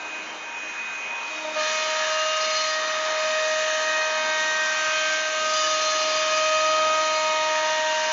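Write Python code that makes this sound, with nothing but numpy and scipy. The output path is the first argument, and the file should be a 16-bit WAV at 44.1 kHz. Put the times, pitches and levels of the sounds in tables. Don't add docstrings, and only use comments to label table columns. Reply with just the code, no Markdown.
import sys
import numpy as np
from scipy import signal
from scipy.io import wavfile
from scipy.ndimage import uniform_filter1d

SR = 44100
rng = np.random.default_rng(int(sys.argv[2]) if len(sys.argv) > 2 else 0)


def int16_out(signal):
    q = np.round(np.clip(np.atleast_2d(signal).T, -1, 1) * 32767)
    wavfile.write(sys.argv[1], SR, q.astype(np.int16))


def rack_gain(trim_db):
    fader = np.asarray(trim_db, float)
    return 10 ** (fader / 20)


N = 358091
T = np.arange(N) / SR


def evened(x):
    return x / np.sqrt(np.mean(abs(x) ** 2) + 1e-20)


def curves(rows):
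    s, *columns = np.transpose(rows)
    return [np.interp(T, s, column) for column in columns]


def turning(hz):
    return 2 * np.pi * np.cumsum(hz) / SR


def wander(rate_hz):
    hop = 64
    hz = np.fft.fftfreq(N // hop + 2, hop / SR)
    real, imag = rng.standard_normal((2, len(hz)))
    drift = evened(np.fft.ifft((real + 1j * imag) * np.exp(-(hz / rate_hz) ** 2)))
    at = np.arange(len(hz)) * hop / SR
    return np.interp(T, at, drift.real) + 1j * np.interp(T, at, drift.imag)


def bell(peak_s, half_s):
    return np.exp(-((T - peak_s) / half_s) ** 2)


def bouts(rows, rest):
    peak_s, half_s, hz, *levels_db = np.transpose(rows)
    rest_hz, *rest_db = rest
    shape = np.array([bell(a, b) for a, b in zip(peak_s, half_s)])
    gains = [rack_gain(low_db) + rack_gain(db) @ shape for low_db, db in zip(rest_db, levels_db)]
    weighted_hz = rack_gain(rest_db[0]) * rest_hz + (rack_gain(levels_db[0]) * hz) @ shape
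    return weighted_hz / gains[0], *gains


def noise(spectrum, tilt_db, patchy_db):
    frames, hz = N // 256 + 5, np.fft.rfftfreq(1024, 1 / SR)
    real, imag, patches = rng.standard_normal((frames, 513, 3)).T
    patches = uniform_filter1d(patches, size=9, axis=0)
    patches = evened(uniform_filter1d(patches, size=40, axis=1))
    knot_hz, level_db = np.transpose(spectrum)
    shape_db = np.interp(np.log(hz + 1), np.log(knot_hz + 1), level_db)[:, None]
    octaves = np.log2(np.clip(hz, 500, 8000) / 3000)[:, None]
    tilt = np.interp(np.arange(frames) * 256, np.arange(N), tilt_db) * octaves
    spectra = (real + 1j * imag) * rack_gain(shape_db + tilt + patchy_db * patches)
    return evened(signal.istft(spectra, nperseg=1024, noverlap=768)[1][:N])


# start_s [s], shaft_hz [Hz]
SHAFT_SPEED = [(1.41, 312.3), (1.46, 310), (1.53, 311.3), (1.61, 308.5), (1.72, 312.3), (2.7, 313),
               (3.3, 312.2), (4, 312.6), (4.76, 311.8), (5.2, 312.8), (5.45, 311.7), (7, 313), (7.37, 312),
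               (8.12, 312.2)]


def shaft_phase():
    return turning(curves(SHAFT_SPEED)[0])


FREE_DB = [-52.5, -46.5, -59, -50, -64, -52, -64, -56, -53.5, -62.5, -57]
CUTTING_DB = [-35, -47, -60.5, -53.5, -43.5, -51, -45, -49.5, -48, -57, -46]
# peak_s [s], half_length_s [s, to 1/e], level_db [dB]
SWELLS = [
    [(2.22, .42, -36), (3.44, 0.44, -31), (4.2, 0.23, -39.5), (5.0, .15, -45), (5.6, 0.41, -39.5),
     (6.65, 0.66, -29.5), (7.8, 0.52, -35)],
    [(1.94, 0.25, -40), (3.13, 0.17, -49.5), (4.27, 0.45, -38.5), (7.8, 0.88, -30)],
    [(1.6, 0.23, -40), (2.3, .7, -31), (3.85, 0.95, -33.5), (4.95, .18, -32.5), (5.45, 0.079, -37),
     (5.68, 0.35, -28), (6.75, 0.63, -24.5), (7.55, 0.24, -37)],
    [(2.23, 1.2, -44), (4.77, 0.79, -30.5), (5.15, 0.12, -40.5), (6.92, 0.19, -42), (8.1, 0.62, -37.5)],
    [(1.95, .25, -42.5), (2.79, .16, -36), (3.54, 0.3, -36), (3.96, 0.11, -30.5), (4.53, 0.29, -30),
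     (5.2, .2, -44), (6.6, 0.33, -46.5), (7.05, .15, -46), (7.69, 0.35, -35.5)],
    [(1.8, .2, -44.5), (2.51, .16, -41), (4.31, .17, -40.5), (5.09, .26, -39.5), (5.9, 0.41, -46.5),
     (7.2, 0.47, -40)],
    [(3.35, 0.25, -43.5), (4.03, 0.12, -38), (4.6, 1, -40.5), (5.0, 0.088, -43), (6.53, 0.48, -34),
     (7.37, .22, -40)],
    [(2.32, 0.23, -35), (5.68, 0.98, -44), (8.05, 0.78, -43)],
    [(1.8, 0.55, -47), (4.6, 0.43, -51), (5.05, 0.11, -40), (6.55, .81, -41.5)],
    [(1.9, .4, -48), (5.8, 0.7, -49.5), (7.7, .4, -47.5)],
    [(2.25, .2, -48), (3.3, 0.24, -53), (4.3, 0.34, -45.5), (7.3, 0.32, -49.5)],
]


def multiple_levels(engaged):
    levels = []
    for free_db, cut_db, swells in zip(FREE_DB, CUTTING_DB, SWELLS):
        free = rack_gain(free_db) * abs(wander(rate_hz=7.5))
        cutting = rack_gain(cut_db) + sum(rack_gain(db) * bell(s, half_s) for s, half_s, db in swells)
        levels.append((1 - engaged) * free + engaged * cutting)
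    return levels


# start_s [s], decay_s [s], level_db [dB before the rise shapes it]
TOUCHES = [(1.3, 0.22, -47.5), (1.415, 0.018, -42), (1.443, 0.022, -30), (1.475, 0.025, -37),
           (1.51, 0.022, -43), (1.555, 0.04, -28)]


def touch_level():
    rise_s = 0.015
    level = 0
    for start_s, decay_s, level_db in TOUCHES:
        rise = np.clip((T - start_s) / rise_s, 0, 1)
        level = level + rack_gain(level_db) * rise * np.exp(-abs(T - start_s) / decay_s)
    return level


# start_s [s], level_db [dB before flutter]
WHINE = [(0, -40), (.12, -36), (.3, -49), (.55, -37), (1.22, -34.5), (1.5, -38.5), (1.75, -39.5),
         (2.4, -53), (8.12, -61.5)]


def whine_level():
    return rack_gain(curves(WHINE)[0])


def bit_tones(shaft, engaged):
    levels = multiple_levels(engaged)
    touch = touch_level()
    for k, answer_db in enumerate([2, -7, -10.5]):
        levels[k] = levels[k] + rack_gain(answer_db) * touch
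    rubbing = (T > 1.24) & (T < 1.56)
    levels[-1] = levels[-1] + rack_gain(-50) * rubbing
    levels[8 - 2] = levels[8 - 2] + whine_level()
    grazing = (T > 1.2) & (T < 1.55)
    skip = grazing * 0.24 * np.cos(2 * np.pi * 31 * (T - 1.453))
    out = np.zeros(N)
    for k, level in enumerate(levels, 2):
        flutter = 1 + 0.037 * k * wander(rate_hz=18) + 0.1 * wander(rate_hz=120) + skip * (k < 5)
        out += level * (flutter * np.exp(1j * (k * shaft + 7 * rng.random()))).real
    return np.sqrt(2) * out


FAINT_DB = [-47.5, -58.5, -55.5, -55, -56.5, -49.5, -49, -54.5]


def faint_tones(shaft, engaged):
    idle_drop_db = -11.5
    out = np.zeros(N)
    for k, level_db in enumerate(FAINT_DB, 13):
        fading = (0.86 + .5 * wander(rate_hz=4.1)) * (1 + 0.55 * wander(rate_hz=58))
        level = rack_gain(level_db + (1 - engaged) * idle_drop_db)
        out += level * (fading * np.exp(1j * k * shaft)).real
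    return np.sqrt(2) * out


# start_s [s], level_db [dB before drift]
WOBBLE = [(0, -53), (.8, -57.5), (1, -79), (1.28, -59), (1.36, -50.5), (1.58, -46.5), (1.68, -64.5),
          (3.1, -58.5), (5.1, -53), (7.5, -53), (8.12, -60)]


def wobble_tone(shaft):
    drift = 1 + 0.29 * wander(rate_hz=4)
    return np.sqrt(2) * rack_gain(curves(WOBBLE)[0]) * (drift * np.exp(1j * shaft)).real


# peak_s [s], half_length_s [s, to 1/e], pitch_hz [Hz],
# own_level_db [dB at the bit's own pitch], side_level_db [dB of its side tones]
CHATTER_BOUTS = [(1.7, .2, 4155, -38, -47.5), (2.1, .25, 4165, -43, -47.5), (2.58, .19, 4212, -30, -38),
                 (3.3, .2, 4149, -45, -57), (4.3, .2, 4230, -46.5, -54.5), (5.62, 0.0993, 4224, -39, -34),
                 (5.95, .3, 4193, -36, -41.5), (6.3, .25, 4190, -39, -40.5), (6.65, .2, 4210, -44, -43),
                 (7.15, .2, 4180, -38, -60.5), (7.7, .4, 4240, -47, -60)]
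# squeal_db [dB], buzz_db [dB], both relative gains
CHOPS = [(-7.5, 0.5), (-6.5, -1), (-14.5, -8), (-3.5, 1), (-5, 1), (-1.2, 0.5), (-1, -4), (-6, -7.5),
         (-2.3, -4.5), (-8, -6.5)]


def chatter(shaft, engaged):
    calm = (4257, -55, -49)
    hz, own, sides = bouts(CHATTER_BOUTS, calm)
    squeal = np.exp(1j * turning(hz))
    buzz = rack_gain(-44) * np.exp(2j * np.pi * 4270 * T)
    beat = np.cos(turning(16 * (1 + .12 * wander(rate_hz=2.0).real)))
    common, out = wander(rate_hz=48), np.zeros(N)
    for step, (squeal_db, buzz_db) in enumerate(CHOPS, -5):
        throb = 0.33 * (1 + .6 * beat) + 0.42 * common + 0.72 * wander(rate_hz=30)
        narrow = rack_gain(squeal_db) * (sides if step else own) * throb * squeal
        wide = rack_gain(buzz_db) * wander(rate_hz=150) * buzz
        drift = rack_gain(1.2 * wander(rate_hz=2.7).real)
        out += drift * ((narrow + wide) * np.exp(2j * step * shaft)).real
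    return np.sqrt(2) * engaged * out


# start_s [s], level_db [dB of tearing noise before its pulse and fade-in],
# brightness_db [dB per octave around 3 kHz]
CUT = [(1.2, -38.5, -0.5), (1.54, -36.5, 0), (1.62, -30, 2), (2.65, -31, 3), (2.9, -32.5, -0.5),
       (3.6, -30, 3), (4.2, -33, 1.5), (4.9, -27.5, 1.5), (5.15, -29, 4), (5.27, -32, 2), (5.6, -30, 5.5),
       (6.4, -28.5, 2.5), (7, -30.5, 4), (7.6, -32, 3), (8.12, -27.5, 1)]
# pitch_hz [Hz], level_db [relative dB per Hz]
TEAR_SPECTRUM = [(30, -33.5), (150, -24), (500, -11), (800, -10), (1200, 5), (1450, -3), (2000, 2),
                 (3000, 0.5), (4500, -4.5), (5200, -8), (6200, 0), (7300, -10.5)]


def tearing(shaft):
    level_db, brightness_db = curves(CUT)
    fade_in = np.interp(T, [1.1, 1.3], [0, 1])
    pulse = 1 + .1 * np.cos(shaft)
    return fade_in * rack_gain(level_db) * pulse * noise(TEAR_SPECTRUM, brightness_db, patchy_db=1.5)


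# peak_s [s], half_length_s [s, to 1/e], pitch_hz [Hz],
# level_db [dB before the breathy drift]
HOLLOWS = [(1.6, 0.2036, 1725, -34.5), (2.1, .22, 1703, -32.5), (3.0, .3, 1780, -37.5),
           (3.65, .35, 1745, -31.5), (4.15, .2, 1763, -40.5), (6.5, 0.32, 1702, -39),
           (7.62, .18, 1755, -35), (8.05, .3, 1715, -40.5)]


def sheet(engaged):
    hz, level = bouts(HOLLOWS, (1701, -47))
    return engaged * level * (wander(rate_hz=210) * np.exp(1j * turning(hz))).real


# pitch_hz [Hz], level_db [relative dB per Hz]
AIR_SPECTRUM = [(30, -43), (120, -29.5), (240, -16), (500, -11), (950, -5), (2200, -5.5), (2800, -8.5),
                (4200, -20.5), (5200, -23.5), (6200, -13.5), (7300, -22)]


def motor_air():
    level = rack_gain(-35 + 0.2 * wander(rate_hz=1.2).real)
    return level * noise(AIR_SPECTRUM, np.zeros(N), patchy_db=2.0)


# start_s [s], pitch_hz [Hz], level_db [dB before drift]
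MOAN = [(3.25, 500, -70), (3.45, 473, -46), (3.9, 473, -67)]


def gantry_moan():
    hz, level_db = curves(MOAN)
    drift = 1 + 0.51 * wander(rate_hz=7.4)
    return np.sqrt(2) * (rack_gain(level_db) * drift * np.exp(1j * turning(hz))).real


def workshop_hum():
    return np.sqrt(2) * rack_gain(-62) * (wander(rate_hz=4) * np.exp(2j * np.pi * 234.5 * T)).real


def scene():
    shaft = shaft_phase()
    engaged = np.interp(T, [1.2, 1.55, 1.59], [0, .12, 1])
    router = bit_tones(shaft, engaged) + faint_tones(shaft, engaged) + wobble_tone(shaft)
    cut = chatter(shaft, engaged) + tearing(shaft) + sheet(engaged)
    background = motor_air() + gantry_moan() + workshop_hum()
    return (router + cut + background)[None]


def roll_off(x):
    return signal.sosfilt(signal.butter(12, 9230, fs=SR, output="sos"), x)


def record(dry):
    ceiling, bias = .17, .03
    limited = ceiling * np.tanh(abs(dry / ceiling) ** 5) ** (1 / 5) * np.sign(dry)
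    over = limited + bias * dry ** 2
    over = signal.sosfilt(signal.butter(1, 20, "high", fs=SR, output="sos"), over)
    edge = signal.firwin(2001, 7265, window=("kaiser", 9), fs=SR)
    kept = signal.oaconvolve(over, edge[None], "same")
    skirt = signal.firwin(161, [8300, 8700], window=("kaiser", 9), pass_zero=False, fs=SR)
    folded = kept * np.cos(2 * np.pi * 16000 * T)
    mirror = signal.oaconvolve(folded, skirt[None], "same")
    return roll_off(kept + rack_gain(-17.5) * mirror)


dry = scene()
out = record(dry)
int16_out(out)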